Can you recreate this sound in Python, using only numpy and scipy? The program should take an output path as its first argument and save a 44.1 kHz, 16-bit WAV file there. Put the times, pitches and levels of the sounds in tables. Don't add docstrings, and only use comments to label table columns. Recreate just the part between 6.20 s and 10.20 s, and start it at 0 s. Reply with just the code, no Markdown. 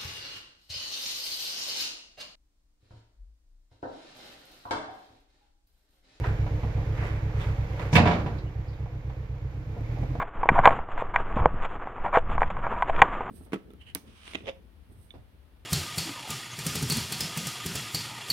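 import sys
import numpy as np
from scipy import signal
from scipy.fft import rfft, irfft
from scipy.io import wavfile
from scipy.ndimage import uniform_filter1d

SR = 44100
rng = np.random.default_rng(int(sys.argv[2]) if len(sys.argv) > 2 else 0)


def file_out(sig):
    cols = np.atleast_2d(sig).T
    lim = np.clip(cols, -1, 1)
    pcm = np.round(lim * 32767).astype(np.int16)
    wavfile.write(sys.argv[1], SR, pcm)


N = 176400
TIME_S, BIN_HZ = np.arange(N) / SR, np.arange(N // 2 + 1) * SR / N
LEFT_RIGHT = np.array([[1], [-1]])

# time in seconds, speed in rpm.
ENGINE_RPM = [(0, 1007), (1.25, 1007), (1.35, 991), (1.6, 985), (2.68, 988), (2.8, 968), (3.3, 965),
              (3.41, 976), (3.53, 1016), (3.64, 1111), (3.745, 1225), (3.84, 1260), (4, 1260)]
# time in seconds, firing gain in dB, machinery gain in dB.
EFFORT_DB = [(0, 0.5, 1.5), (.5, -1, 2), (1.1, -2, 0), (1.65, 0, 3), (2.0, -2, 2.5), (2.3, -2.5, -5),
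             (2.8, -3.5, -6.5), (3.45, -1.5, -6.5), (3.65, -1.5, -2.5), (3.8, 3.5, -0.5), (4, -1, -2)]
# gain in dB under load, at idle, on the throttle.
CYLINDER_DB = [(6.5, 2.5, 0), (7.5, 3.5, 1.5), (5, -0.5, -2), (-42.5, -44.5, -13)]
# frequency in Hz, width in Hz, relative level in dB.
PIPE_MODES = [(35.2, 6.9, -5.5), (53.9, 12.6, 0.5), (110.1, 18, 2.5), (127.8, 25.5, -3),
              (167.7, 10.4, -16.5), (307.2, 13.3, -24.5), (443, 15, -22)]
# frequency in Hz, relative density in dB.
PUFF_SPECTRUM = [(70, -14), (130, 10), (200, -11.5), (260, 5), (320, 6), (380, -18), (460, -11),
                 (700, -13.5), (2000, -45)]
# frequency in Hz, relative density in dB.
MACHINERY_SPECTRUM = [(110, -11), (180, -1), (216, -10), (264, -14), (317, -3.5), (380, -22), (473, -6.5),
                      (644, -15.5), (831, -15.5), (1310, -23.5), (2310, -21.5), (2720, -29), (6630, -41),
                      (8410, -54.5), (14000, -47.5)]
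# start in seconds, then thud, clang and crack in dB.
DROP_BLOWS = [(1.728, -16, -28.5, -30.5), (1.753, -10.5, -21, -15), (1.762, -15.5, -45, -23),
              (1.775, -24.5, -14.5, -43), (1.8, -24.5, -30, -34), (1.855, -23, -20, -28.5),
              (1.871, -25, -21.5, -27), (1.909, -29.5, -27, -29.5), (1.935, -36, -38, -36),
              (1.984, -38, -41, -41.5), (2.06, -31, -34.5, -42)]
# start in seconds, then thud, clang and crack in dB.
DECK_KNOCKS = [(.039, -62, -30, -38), (.264, -48, -33, -44), (0.433, -29, -34, -45), (.578, -30, -36, -56),
               (.824, -36, -31.5, -48), (1.594, -36, -33, -38), (2.657, -61, -39, -58),
               (2.896, -72, -40.5, -51.5), (3.162, -58, -44, -68), (3.565, -37.5, -32.5, -76),
               (3.77, -42, -32, -91), (3.829, -30.5, -33, -53), (3.951, -31, -32, -49)]
# frequency in Hz, gain in dB, T60 in seconds.
FRAME_MODES = [(88.9, -7.5, 0.55), (138.2, 5.5, 0.095), (169.5, -4.5, 0.4), (226.6, -8, 0.48),
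               (307, -15.5, 0.93), (377.5, -17.5, 1), (457, -4, 0.2), (592, -10, 0.41), (712, -7, 0.48),
               (794, -8, 0.33), (974, 0.5, 0.21), (1137, -11.5, 0.29), (1680, -4, 0.12), (2280, -3.5, 0.17),
               (2480, -8.5, 0.14), (2720, -15.5, 0.12), (3040, -17.5, 0.14), (3300, -16.5, 0.06),
               (3560, -13.5, 0.15)]
# frequency in Hz, gain in dB, T60 in seconds.
CLATTER_BANDS = [(69, -22.5, 0.62), (148, -4.5, 0.71), (357, -11, 0.77), (850, -2, 0.43),
                 (1460, -6.5, 0.61), (2320, 3, 0.15), (4080, -8.5, 0.3), (6500, -19, 0.28),
                 (12200, -35, 0.076)]
# peak time in seconds, centre and width in Hz, decay in seconds,
# level in dB.
STEEL_CREAKS = [(0.045, 1550, 493, 0.057, -37), (.581, 870, 250, 0.0096, -42), (.78, 1950, 900, 0.18, -44),
                (1.21, 3470, 500, 0.035, -48), (1.734, 5340, 3980, .03, -37),
                (1.754, 11800, 895, 0.02, -45), (1.758, 2620, 350, 0.038, -22),
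                (1.76, 8200, 4060, 0.019, -39), (2.187, 4180, 1480, 0.023, -54),
                (2.275, 2900, 298, 0.015, -57.5), (2.485, 4700, 900, 0.052, -62),
                (2.535, 3650, 600, 0.016, -58.5), (3.65, 2180, 147, 0.019, -57),
                (3.697, 2130, 148, 0.015, -54)]
# peak time, rise and decay in seconds, level in dB, tilt in dB per octave.
TYRE_SCRUNCHES = [(0.057, .02, 0.062, -35.5, 0.5), (0.858, 0.077, 0.069, -37, 1),
                  (1.214, 0.032, 0.077, -43, 4), (1.28, 0.21, 0.069, -46, -1), (1.623, .04, 0.062, -38, 1)]
# frequency in Hz, relative density in dB.
GRAVEL_SPECTRUM = [(150, -4), (400, 9.5), (900, 3.5), (1400, 1.5), (2300, -2.5), (4000, -17.5),
                   (7000, -27.5), (10000, -35), (14000, -33)]
# frequency in Hz, relative density in dB.
AIR_SPECTRUM = [(20, -34), (60, 22), (150, 14), (300, -43.5), (1000, -9.5), (3000, -22), (8000, -68),
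                (14000, -30.5)]
# frequency in Hz, side minus mid in dB, left minus right in dB.
STEREO_IMAGE = [(41, -36.5, -9.5), (150, -17.5, -0.2), (360, -8.5, -3.5), (715, -6, 0), (1150, -3, -6),
                (2380, 3, -4), (5000, -2, -1.5), (7400, 5, 11.5), (12040, -0.5, -1.5)]

CYLINDER_1_FIRES_S, UNLOAD_S, THROTTLE_S = .0685, 1.4, 3.3
THUD_HZ, CLANG_HZ, CRACK_HZ = 231, 660, 2050
STEEL_ATTACK_S, STEEL_TAIL_S, KNOCK_T60_RATIO = 0.0012, 1.2, 0.33


def engine():
    firing_count = np.cumsum(curve(ENGINE_RPM)) * 2 / 60 / SR
    firing_count -= firing_count[int(CYLINDER_1_FIRES_S * SR)]
    pulses = firing_pulses(firing_count)
    return exhaust(pulses) + gas_puffs(pulses) + machinery(firing_count)


def firing_pulses(firing_count, scatter_db=1.1):
    at = np.flatnonzero(np.diff(np.floor(firing_count))) + 1
    cylinder = np.floor(firing_count[at]).astype(int) % len(CYLINDER_DB)
    loaded, idle, revving = np.array(CYLINDER_DB, float)[cylinder].T
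    cylinder_db = np.select([TIME_S[at] < UNLOAD_S, TIME_S[at] < THROTTLE_S], [loaded, idle], revving)
    pulses = np.zeros(N)
    pulses[at] = undb(cylinder_db + curve(EFFORT_DB)[at] + scatter_db * rng.standard_normal(len(at)))
    return pulses


def exhaust(pulses, level_db=-29.5, pan_db=-1.62, muffler_hz=550, tailpipe_hz=29.8):
    s = 1j * BIN_HZ
    pipe = sum((-1) ** k * undb(db) * width_hz * s / (s * s + width_hz * s + hz * hz)
               for k, (hz, width_hz, db) in enumerate(PIPE_MODES))
    pipe /= np.sqrt(1 + (BIN_HZ / muffler_hz) ** 8)
    pipe /= np.sqrt(1 + (tailpipe_hz / (BIN_HZ + 1)) ** 16)
    return unit(irfft(rfft(pulses) * pipe, N)) * undb(level_db) * pan(pan_db)


def gas_puffs(pulses, level_db=-52.5, decay_s=0.026, throttle_db=11.5):
    drive = pulses * undb(throttle_db * (TIME_S > THROTTLE_S))
    flow = unit(signal.lfilter([1], [1, -np.exp(-1 / (decay_s * SR))], drive))
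    rush = stereo_spectrum(rng.standard_normal((2, N)) * flow)
    return unit(irfft(rush * undb(across(PUFF_SPECTRUM, BIN_HZ)), N)) * undb(level_db)


def machinery(firing_count, base_db=-43.5, throb_depth=0.31, decay_firings=0.081, flicker_db=.35):
    whirr = noise(undb(across(MACHINERY_SPECTRUM, BIN_HZ)) * bass_cut())
    throb = unit(1 + throb_depth * np.exp(-(firing_count % 1) / decay_firings))
    return whirr * throb * undb(base_db + curve(EFFORT_DB, column=2) + flicker_db * wander(rate_hz=25.17))


def trailer():
    hits = [(row, 1) for row in DROP_BLOWS] + [(row, KNOCK_T60_RATIO) for row in DECK_KNOCKS]
    t = np.arange(int(STEEL_TAIL_S * SR)) / SR
    attack = 1 - np.exp(-t / STEEL_ATTACK_S)
    return clatter(hits, t, attack) + frame_ring(hits, t, attack)


def hit_force(row, hz):
    return undb(across(list(zip((THUD_HZ, CLANG_HZ, CRACK_HZ), row[1:])), hz))


def clatter(hits, t, attack, gain_db=-2.5, yard_db=-39, yard_t60_s=1):
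    out = np.zeros((2, N))
    hiss = stereo_spectrum(rng.standard_normal((2, N)))
    yard_power = (undb(yard_db) * fade(t, yard_t60_s)) ** 2
    for hz in 62.5 * 2 ** np.arange(0, 8, .5):
        triangle = np.maximum(1 - 2 * abs(np.log2((BIN_HZ + 1) / hz)), 0)
        band = unit(irfft(hiss * triangle, N))
        t60_s = across(CLATTER_BANDS, hz, column=2)
        ring_power = {ratio: attack ** 2 * (fade(t, t60_s * ratio) ** 2 + yard_power)
                      for ratio in (1, KNOCK_T60_RATIO)}
        power = np.zeros(N + len(t))
        for row, ratio in hits:
            start = int(row[0] * SR)
            power[start:start + len(t)] += hit_force(row, hz) ** 2 * ring_power[ratio]
        out += band * np.sqrt(power[:N] / np.pi) * undb(gain_db + across(CLATTER_BANDS, hz))
    return out


def frame_ring(hits, t, attack, gain_db=-1.5, detune_ratio=0.0052):
    out = np.zeros((2, N))
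    for hz, db, t60_s in FRAME_MODES:
        envelope = {ratio: attack * fade(t, t60_s * ratio) for ratio in (1, KNOCK_T60_RATIO)}
        gain = pan(across(STEREO_IMAGE, hz, column=2)) * undb(gain_db + db)
        for row, ratio in hits:
            turn, lag, detune = rng.standard_normal(3)
            phase = 2 * np.pi * turn + LEFT_RIGHT * lag * undb(across(STEREO_IMAGE, hz))
            start = int(row[0] * SR)
            n = min(int(t60_s * ratio * SR), len(t), N - start)
            tone = np.sin(2 * np.pi * hz * (1 + detune_ratio * detune) * t[:n] + phase)
            out[:, start:start + n] += gain * hit_force(row, hz) * envelope[ratio][:n] * tone
    return out


def creaks(rise_s=0.0055):
    out = 0
    for peak_s, hz, width_hz, decay_s, db in STEEL_CREAKS:
        resonance = 1 / (1 + (2 * (BIN_HZ - hz) / width_hz) ** 2)
        out += noise(resonance) * undb(db) * swell(peak_s, rise_s, decay_s)
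    return out


def tyres(grains_per_s=3000, spread_db=0.5):
    grains = (rng.random((2, N)) < grains_per_s / SR) * rng.standard_normal((2, N))
    grains *= undb(spread_db * np.minimum(rng.exponential(size=(2, N)), 4))
    grit = stereo_spectrum(grains) * undb(across(GRAVEL_SPECTRUM, BIN_HZ)) * bass_cut()
    octaves = np.log2(np.clip(BIN_HZ, 300, 6000) / 1000)
    out = 0
    for peak_s, rise_s, decay_s, db, db_per_octave in TYRE_SCRUNCHES:
        scrunch = unit(irfft(grit * undb(db_per_octave * octaves), N))
        out += scrunch * undb(db) * swell(peak_s, rise_s, decay_s)
    return out


def air(level_db=-45.5):
    return noise(undb(across(AIR_SPECTRUM, BIN_HZ))) * undb(level_db)


def undb(db):
    return 10 ** (np.asarray(db) / 20)


def unit(x):
    return x / np.sqrt(np.mean(x ** 2))


def curve(table, column=1):
    rows = np.array(table, float)
    return np.interp(TIME_S, rows[:, 0], rows[:, column])


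def across(table, hz, column=1):
    rows = np.array(table, float)
    return np.interp(np.log(np.maximum(hz, 1)), np.log(rows[:, 0]), rows[:, column])


def fade(t, t60_s):
    return np.exp(-np.log(1000) * t / t60_s)


def swell(peak_s, rise_s, decay_s):
    return np.exp(-np.maximum((peak_s - TIME_S) / rise_s, (TIME_S - peak_s) / decay_s))


def wander(rate_hz):
    step = int(SR / rate_hz)
    return unit(uniform_filter1d(np.repeat(rng.standard_normal(N // step + 1), step), step)[:N])


def bass_cut(corner_hz=150):
    return BIN_HZ / np.hypot(BIN_HZ, corner_hz)


def pan(db):
    return undb(LEFT_RIGHT * db / 2)


def stereo_spectrum(pair):
    mid, side = rfft(pair)
    width = undb(across(STEREO_IMAGE, BIN_HZ))
    balance = pan(across(STEREO_IMAGE, BIN_HZ, column=2))
    return (mid + LEFT_RIGHT * width * side) / np.hypot(1, width) * balance


def noise(colour):
    return unit(irfft(stereo_spectrum(rng.standard_normal((2, N))) * colour, N))


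def scene():
    return engine() + trailer() + creaks() + tyres() + air()


def record(dry):
    ceiling, top_hz = 3.2, 14300
    low_pass = signal.ellip(10, .2, 80, top_hz, fs=SR, output="sos")
    return signal.sosfilt(low_pass, ceiling * np.tanh(dry / ceiling))


dry = scene()
out = record(dry)
file_out(out)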